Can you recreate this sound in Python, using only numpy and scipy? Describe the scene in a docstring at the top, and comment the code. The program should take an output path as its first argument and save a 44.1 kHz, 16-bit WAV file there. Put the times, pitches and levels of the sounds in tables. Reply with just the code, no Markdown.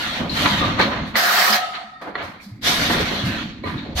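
"""A bottle blowing machine runs through one cycle in a factory hall, close by.
First the carriage throbs, rattles and clunks against the steel frame as valves dump air in fading hisses.
Just after a second, a hard, steady blast cuts in, shuts off and leaves a hollow ring behind.
After a lull of small puffs and clunks, another valve vents and the carriage rumbles on again.
Near the end the closing stop clangs, and a last valve opens."""
import sys
import numpy as np
from scipy import signal
from scipy.fft import rfft, irfft, next_fast_len
from scipy.io import wavfile
from scipy.ndimage import uniform_filter1d, map_coordinates

SR = 44100
rng = np.random.default_rng(int(sys.argv[2]) if len(sys.argv) > 2 else 0)


def output_pcm(signal):
    """Save a mono or channel-first signal as 16-bit PCM at the path in sys.argv[1].

    Samples are clipped to [-1, 1] before scaling.
    """
    pcm = np.clip(np.atleast_2d(signal).T, -1, 1) * 32767
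    wavfile.write(sys.argv[1], SR, np.round(pcm).astype(np.int16))


N = 176400

# The bright hiss of escaping air. Each row: frequency in Hz, relative level in dB.
HISS_SPECTRUM = [(2000, -17.5), (4200, 15), (5600, 7.5), (7800, -1), (10000, -2.5), (12500, -0.5),
                 (14500, -5), (16000, -24)]


def exhausts():
    """Valves dump compressed air: the pressure sags, and the hiss dies faster than the roar."""
    # Exhaust valves. Each row: start in seconds, rise in seconds, time open in seconds, level in dB,
    # pressure fall in dB per second, hiss against the roar in dB.
    valves = [(-.06, .05, 0.26, -24.5, 16, -11), (0.267, 0.16, 0.79, -19, 28.5, -8.5),
              (2.607, 0.079, 0.82, -18.5, 16, -3), (3.944, 0.068, 0.18, -19.5, 13, -2)]
    # Small pilot valve puffs. Each row: start in seconds, rise in seconds, level in dB.
    puffs = [(.785, 0.012, -34.5), (1.039, 0.045, -51), (2.012, 0.0053, -50.5), (2.2, 0.053, -47),
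             (2.388, 0.053, -47), (2.88, 0.046, -29), (3.23, 0.029, -36.5), (3.632, 0.053, -47)]
    # The roar of the vent. Each row: frequency in Hz, relative level in dB.
    roar_spectrum = [(100, -29), (350, -9), (680, 1.5), (900, -2.5), (1300, 1), (1950, 2.5), (2700, -1.5),
                     (3500, 1.5), (4450, -1), (4750, -16), (6000, -13.5), (7500, -25.5), (11000, -63),
                     (16000, -60)]
    close_db_per_s, puff_fall_db_per_s, hiss_sag_ratio = 79, 137, 2.53
    roar_power, hiss_power = np.zeros(N), np.zeros(N)
    for start, rise, length, db, fall_db_per_s, hiss_db in valves:
        sag_db = fall_db_per_s * since(start + rise)
        flow = opening(start, rise) * amp(db - close_db_per_s * since(start + length))
        roar_power += (flow * amp(-sag_db)) ** 2
        hiss_power += (flow * amp(hiss_db - hiss_sag_ratio * sag_db)) ** 2
    for start, rise, db in puffs:
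        hiss_power += (opening(start, rise) * amp(db - puff_fall_db_per_s * since(start + rise))) ** 2
    flutter = amp(1.2 * wobble(35.47))
    roar = np.sqrt(roar_power) * rush(roar_spectrum)
    hiss = np.sqrt(hiss_power) * rush(HISS_SPECTRUM)
    return flutter * (roar + hiss)


def blast():
    """A spluttering jet shuts off sharply; spent air and a wavering hollow ring linger."""
    # The hard jet. Each row: frequency in Hz, relative level in dB.
    jet_spectrum = [(88, -70), (150, -27), (205, -14), (320, -30), (389, -12.5), (463, -21), (697, -5),
                    (933, -9.5), (1200, -3.5), (1880, -3.5), (2770, -15.5), (4250, -8), (7330, -22),
                    (9810, -28), (12900, -17.5), (15600, -24)]
    # The wash of spent air. Each row: frequency in Hz, relative level in dB.
    wash_spectrum = [(180, -71), (300, -39), (691, 0.5), (1020, -16), (1310, -17), (1570, -2), (2780, -5),
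                     (3670, -5.5), (5350, -14.5), (12900, -35.5), (15000, -49)]
    # The hollow ring. Each row: pitch in Hz, width in Hz, relative level in dB.
    cavity_modes = [(739, 104, 0.5), (1285, 76, 3.5), (1860, 110, -7), (3640, 29, -7.5), (4470, 87, -11)]
    on_s, off_s, shutoff_db_per_s = 1.152, 1.565, 524

    def gate(db, fall_db_per_s):
        return opening(on_s, rise_s=0.017) * amp(db - fall_db_per_s * since(off_s))
    hollow = resonances(cavity_modes) * amp(1.2 * wobble(30)) * opening(on_s, rise_s=0.24)
    jet = gate(-16.5, shutoff_db_per_s) * amp(1.5 * wobble(39.54)) * rush(jet_spectrum)
    splutter = gate(-30, shutoff_db_per_s) * unit(amp(6 * wobble(81))) * rush(HISS_SPECTRUM)
    ring = gate(-24.5, fall_db_per_s=42) * hollow
    wash = gate(-25, fall_db_per_s=79) * rush(wash_spectrum)
    return jet + splutter + ring + wash


def mottle(air):
    """A faint, watery warble: patches of the spectrum swell and sink at random."""
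    depth_db = 2
    spectrum = signal.stft(air, nperseg=1024)[2]
    patches = uniform_filter1d(rng.standard_normal(spectrum.shape[1:]), size=7, axis=0)
    patches = uniform_filter1d(patches, size=6, axis=1)
    gain = unit(amp(depth_db * unit(patches)))
    return signal.istft(spectrum * gain, nperseg=1024)[1][:, :N]


def clunks():
    """Each blow follows a short scrape, rings the frame briefly and sets loose parts rattling."""
    # Blows on the frame. Each row: time in seconds, clank level in dB, rattle level in dB,
    # rattle t60 in seconds, brightness in dB per octave.
    blows = [(0.2, -34, -27.5, 1, -10), (.457, -16, -10.5, 0.1, -1.5), (0.609, -17.5, -23, 1, -5.5),
             (0.792, -16, -12.5, 0.25, -2.5), (0.81, -31, -16, 0.24, 7), (.824, -14, -20.5, 0.64, -7),
             (0.912, -33, -23.5, 0.74, -2), (1.155, -8, -17, 0.41, 0), (1.419, -11.5, -40, 0.12, 3),
             (1.478, -11, -29.5, 0.74, -3), (1.529, -19, -22.5, 0.25, 7), (1.741, -35, -27.5, 0.38, 3),
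             (2.019, -31, -30, 0.44, -5.5), (2.07, -42, -27, 0.28, -8.5), (2.154, -14.5, -29, 0.77, -3),
             (2.182, -36, -25.5, 0.54, -2), (2.897, -35, -20, 1.0, -1), (3.11, -24, -27, 0.52, -14),
             (3.638, -36, -37, 0.43, 2), (3.661, -31, -28, 0.73, -0.5), (3.769, -46, -38, 1, 6),
             (3.848, -59, -34.5, 1, -18)]
    # The steel frame's modes. Each row: pitch in Hz, relative level in dB.
    steel_modes = [(440, -14.5), (620, -11), (1130, 10), (1350, 3.5), (1530, -20), (1690, 0), (1960, 14.5),
                   (2250, -3), (3100, -4), (3650, -1.5), (4170, 6.5)]
    # The colour of the rattle. Each row: frequency in Hz, relative level in dB.
    rattle_spectrum = [(60, -27), (250, 0), (420, -4.5), (650, 3.5), (850, 2), (1050, 5.5), (1600, 4.5),
                       (2200, 3), (2800, -3), (4350, -2), (4750, -18), (7000, -27.5), (9000, -47),
                       (15000, -41)]
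    clank_t60_s, clank_rise_s, scrape_db, scrape_s = 0.029, 0.00034, -6, 0.0088
    out = np.zeros((2, N))
    t = np.arange(SR // 5) / SR
    hz, mode_db = np.transpose(steel_modes)[:, :, None]
    for start, clank_db, rattle_db, t60, tilt_db in blows:
        strength, detune = rng.standard_normal((2, len(hz), 1))
        phase = rng.uniform(0, 2 * np.pi, hz.shape)
        phase = phase + 0.21 * rng.standard_normal((2, len(hz), 1))  # a little stereo width
        gains = amp(mode_db + 2 * strength + tilt_db * np.log2(hz / 1000))
        modes = gains * np.sin(2 * np.pi * hz * (1 + 0.029 * detune) * t + phase)
        attack = 1 - np.exp(-t / clank_rise_s)
        clank = unit(modes.sum(1)) * attack * amp(clank_db - 60 * t / clank_t60_s)
        first = round(start * SR)
        out[:, first:first + len(t)] += clank[:, :N - first]
        scrape = amp(scrape_db) * np.exp(-abs(np.arange(N) / SR - start) / scrape_s)
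        envelope = np.maximum(scrape, strike(start, rise_s=0.004, t60_s=t60))
        chatter = unit(amp(1.58 * wobble(130)))
        out += amp(rattle_db) * envelope * chatter * rush(rattle_spectrum, tilt_db)
    return out


def carriage():
    """The moving carriage rumbles and throbs, and thuds at its stops."""
    # The rumble as it travels. Each row: time in seconds, level in dB.
    travel = [(0.0, -31), (.19, -34.5), (.205, -26), (.42, -28), (.8, -24), (1.13, -31.5), (1.23, -48),
              (1.76, -55), (2.0, -56), (2.29, -41.5), (2.38, -52), (2.6, -44.5), (2.672, -29), (3.0, -24.5),
              (3.18, -32), (3.3, -25), (3.582, -40), (3.66, -30), (3.92, -33)]
    # The weight of the rumble. Each row: frequency in Hz, relative level in dB.
    rumble_spectrum = [(20, -16), (50, -4), (90, -2), (150, 0), (220, 2.5), (300, -1), (390, -16.5),
                       (600, -23.5), (1000, -30), (3000, -66)]
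    # Heavy stops and jolts. Each row: start in seconds, pitch in Hz, level in dB.
    thuds = [(0.197, 246, -18), (.51, 201.6, -14), (0.656, 108, -18.5), (0.785, 186.4, -16),
             (.85, 208, -16.5), (1.131, 224, -26), (1.334, 213, -35), (1.496, 215.3, -22),
             (1.834, 215, -37.5), (2.095, 193, -38), (2.231, 90, -32), (2.46, 201, -28),
             (2.513, 112, -24.5), (2.906, 235, -18), (3.232, 124, -16), (3.26, 198.3, -15),
             (3.675, 92.6, -25), (3.949, 72, -16)]
    level_db = np.interp(np.arange(N) / SR, *np.transpose(travel))
    throb_db = 2 * wobble(30)
    out = amp(level_db + throb_db) * rush(rumble_spectrum)
    for start, hz, db in thuds:
        out += amp(db) * strike(start, rise_s=0.013, t60_s=0.2) * np.sin(2 * np.pi * hz * since(start))
    return out


def squeaks():
    """Single metal parts sing out in a narrow band."""
    # Each row: start in seconds, pitch in Hz, level in dB, t60 in seconds.
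    parts = [(.292, 4150, -25.5, 0.46), (0.455, 957, -22, 0.61), (.615, 1180, -22, 0.61),
             (1.523, 4950, -12, 0.082), (2.396, 2280, -40, 0.17), (3.776, 3770, -37, 0.38)]
    width_share = 0.12  # of the pitch
    return sum(amp(db) * strike(start, rise_s=0.0048, t60_s=t60) * resonances([(hz, width_share * hz, 0)])
               for start, hz, db, t60 in parts)


def knocks():
    """The sheet housing answers some blows with a short, boxy knock."""
    # Dull knocks. Each row: start in seconds, level in dB.
    hits = [(0.791, -22), (1.484, -36), (2.154, -32), (2.897, -21), (2.944, -23), (3.0, -25.5),
            (3.111, -26), (3.636, -25.5)]
    # The body of the housing. Each row: frequency in Hz, relative level in dB.
    housing_spectrum = [(200, -21), (330, -3), (420, 2), (630, -3.5), (800, -49), (1500, -49)]
    power = sum((amp(db) * strike(start, rise_s=0.0017, t60_s=0.2)) ** 2 for start, db in hits)
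    return np.sqrt(power) * rush(housing_spectrum)


def clang():
    """The closing stop is struck sharply and rings in a few narrow modes."""
    # Each row: pitch in Hz, relative level in dB.
    stop_modes = [(1000, 1), (1190, -1), (1910, -4), (2220, -1), (3830, -14.5), (4100, -6)]
    start_s, level_db, width_hz = 3.636, -30.5, 34
    ring = resonances([(hz, width_hz, db) for hz, db in stop_modes])
    return amp(level_db) * strike(start_s, rise_s=0.0028, t60_s=0.54) * ring


def panels(near):
    """Nearby steel panels colour the air and the blows with quick reflections."""
    level, t60_s, delay_s = amp(-9), 0.062, 0.004
    tail = echoes(near, [(1000, t60_s)])
    reflections = filtered(tail, lambda hz: np.exp(-2j * np.pi * hz * delay_s))
    return (near + level * reflections) / np.hypot(1, level)


def hall(near):
    """The factory hall answers with a faint, short reverb."""
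    # Each row: frequency in Hz, t60 in seconds.
    decay_times = [(500, 0.48), (4000, 0.14), (12000, 0.37)]
    return amp(-20) * echoes(near, decay_times)


def room_tone():
    """A faint, steady bed of noise lies under the machine."""
    # Each row: frequency in Hz, relative level in dB.
    bed_spectrum = [(40, -9), (200, -4), (360, -45), (2200, -2), (3000, -26), (4900, -13), (6500, -67),
                    (15000, -72)]
    return amp(-57) * rush(bed_spectrum)


def amp(db):
    return 10 ** (np.asarray(db) / 20)


def unit(x):
    return x / np.sqrt(np.mean(x ** 2) + 1e-20)


def along(points, hz):
    """A curve through (Hz, value) points on a log frequency axis."""
    freqs, values = np.transpose(points)
    return np.interp(np.log(hz + 1), np.log(freqs + 1), values)


def since(start):
    """Seconds elapsed after start, zero before."""
    return np.maximum(np.arange(N) / SR - start, 0)


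def opening(start, rise_s):
    """A smooth rise from 0 to 1."""
    return np.sin(np.pi / 2 * np.minimum(since(start) / rise_s, 1)) ** 2


def strike(start, rise_s, t60_s):
    """The envelope of a hit: a smooth attack, and a fall of 60 dB in t60_s."""
    return opening(start, rise_s) * amp(-60 * since(start) / t60_s)


def wobble(rate):
    """A smooth random curve, rate knots a second."""
    return map_coordinates(rng.standard_normal(int(N * rate / SR) + 4), [np.arange(N) * rate / SR])


def filtered(x, response):
    """x shaped by a frequency response."""
    size = next_fast_len(N + SR // 4)
    return irfft(rfft(x, size) * response(np.fft.rfftfreq(size, 1 / SR)), size)[..., :N]


def noise(gain):
    """Stereo noise of rms 1, near mono in the bass and wide in the treble."""
    # Each row: frequency in Hz, correlation of left and right.
    correlation = [(60, 1), (300, 0.91), (600, 0.73), (1200, 0.12), (2400, 0.034), (6000, 0.039)]

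    def mid_side(hz):
        turn = np.arccos(np.clip(along(correlation, hz), -1, 1)) / 2
        return gain(hz) * np.array([np.cos(turn), np.sin(turn)])
    mid, side = filtered(rng.standard_normal((2, N)), mid_side)
    return unit(np.array([mid + side, mid - side]))


def rush(spectrum, tilt_db=0):
    """Noise with a spectrum, tilted by tilt_db per octave from 500 to 5000 Hz."""
    return noise(lambda hz: amp(along(spectrum, hz) + tilt_db * np.log2(np.clip(hz, 500, 5000) / 1000)))


def resonances(peaks):
    """Noise ringing in (Hz, width Hz, dB) peaks."""
    return noise(lambda hz: sum(amp(db) / (1 + (2 * (hz - pitch) / width) ** 2)
                                for pitch, width, db in peaks))


def echoes(x, t60s):
    """Diffuse reflections of x, dying away by (Hz, t60 in seconds) points."""
    hz, t, spectrum = signal.stft(rng.standard_normal((2, SR // 2)), SR, nperseg=256)
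    t60 = along(t60s, hz)[:, None]
    tail = signal.istft(spectrum * amp(-60 * t / t60) / np.sqrt(t60), SR, nperseg=256)[1]
    return signal.fftconvolve(x, tail / np.linalg.norm(tail[0]), axes=1)[:, :N]


def scene():
    """Air and metal bounce off the panels and the hall, over the dry carriage and the room tone."""
    air = mottle(exhausts() + blast())
    near = panels(air + clunks() + clang() + squeaks() + knocks())
    return near + hall(near) + carriage() + room_tone()


def record(dry):
    """Each microphone port has its own colour, and the very top is cut away."""
    # Each row: frequency in Hz, left minus right in dB.
    balance = [(100, -0.5), (700, -2), (1200, 3), (2200, -5.5), (2800, -5.5), (3500, 2.5), (4400, 7.5),
               (5200, -2.5), (6300, -10), (8500, -8), (11000, -1), (14500, -6)]
    top_hz = 15800

    def ports(hz):
        lean = amp(along(balance, hz) * np.array([[.5], [-.5]]))
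        return lean / np.sqrt(np.mean(lean ** 2, axis=0)) * (hz < top_hz)
    return filtered(dry, ports)


dry = scene()
out = record(dry)
output_pcm(out)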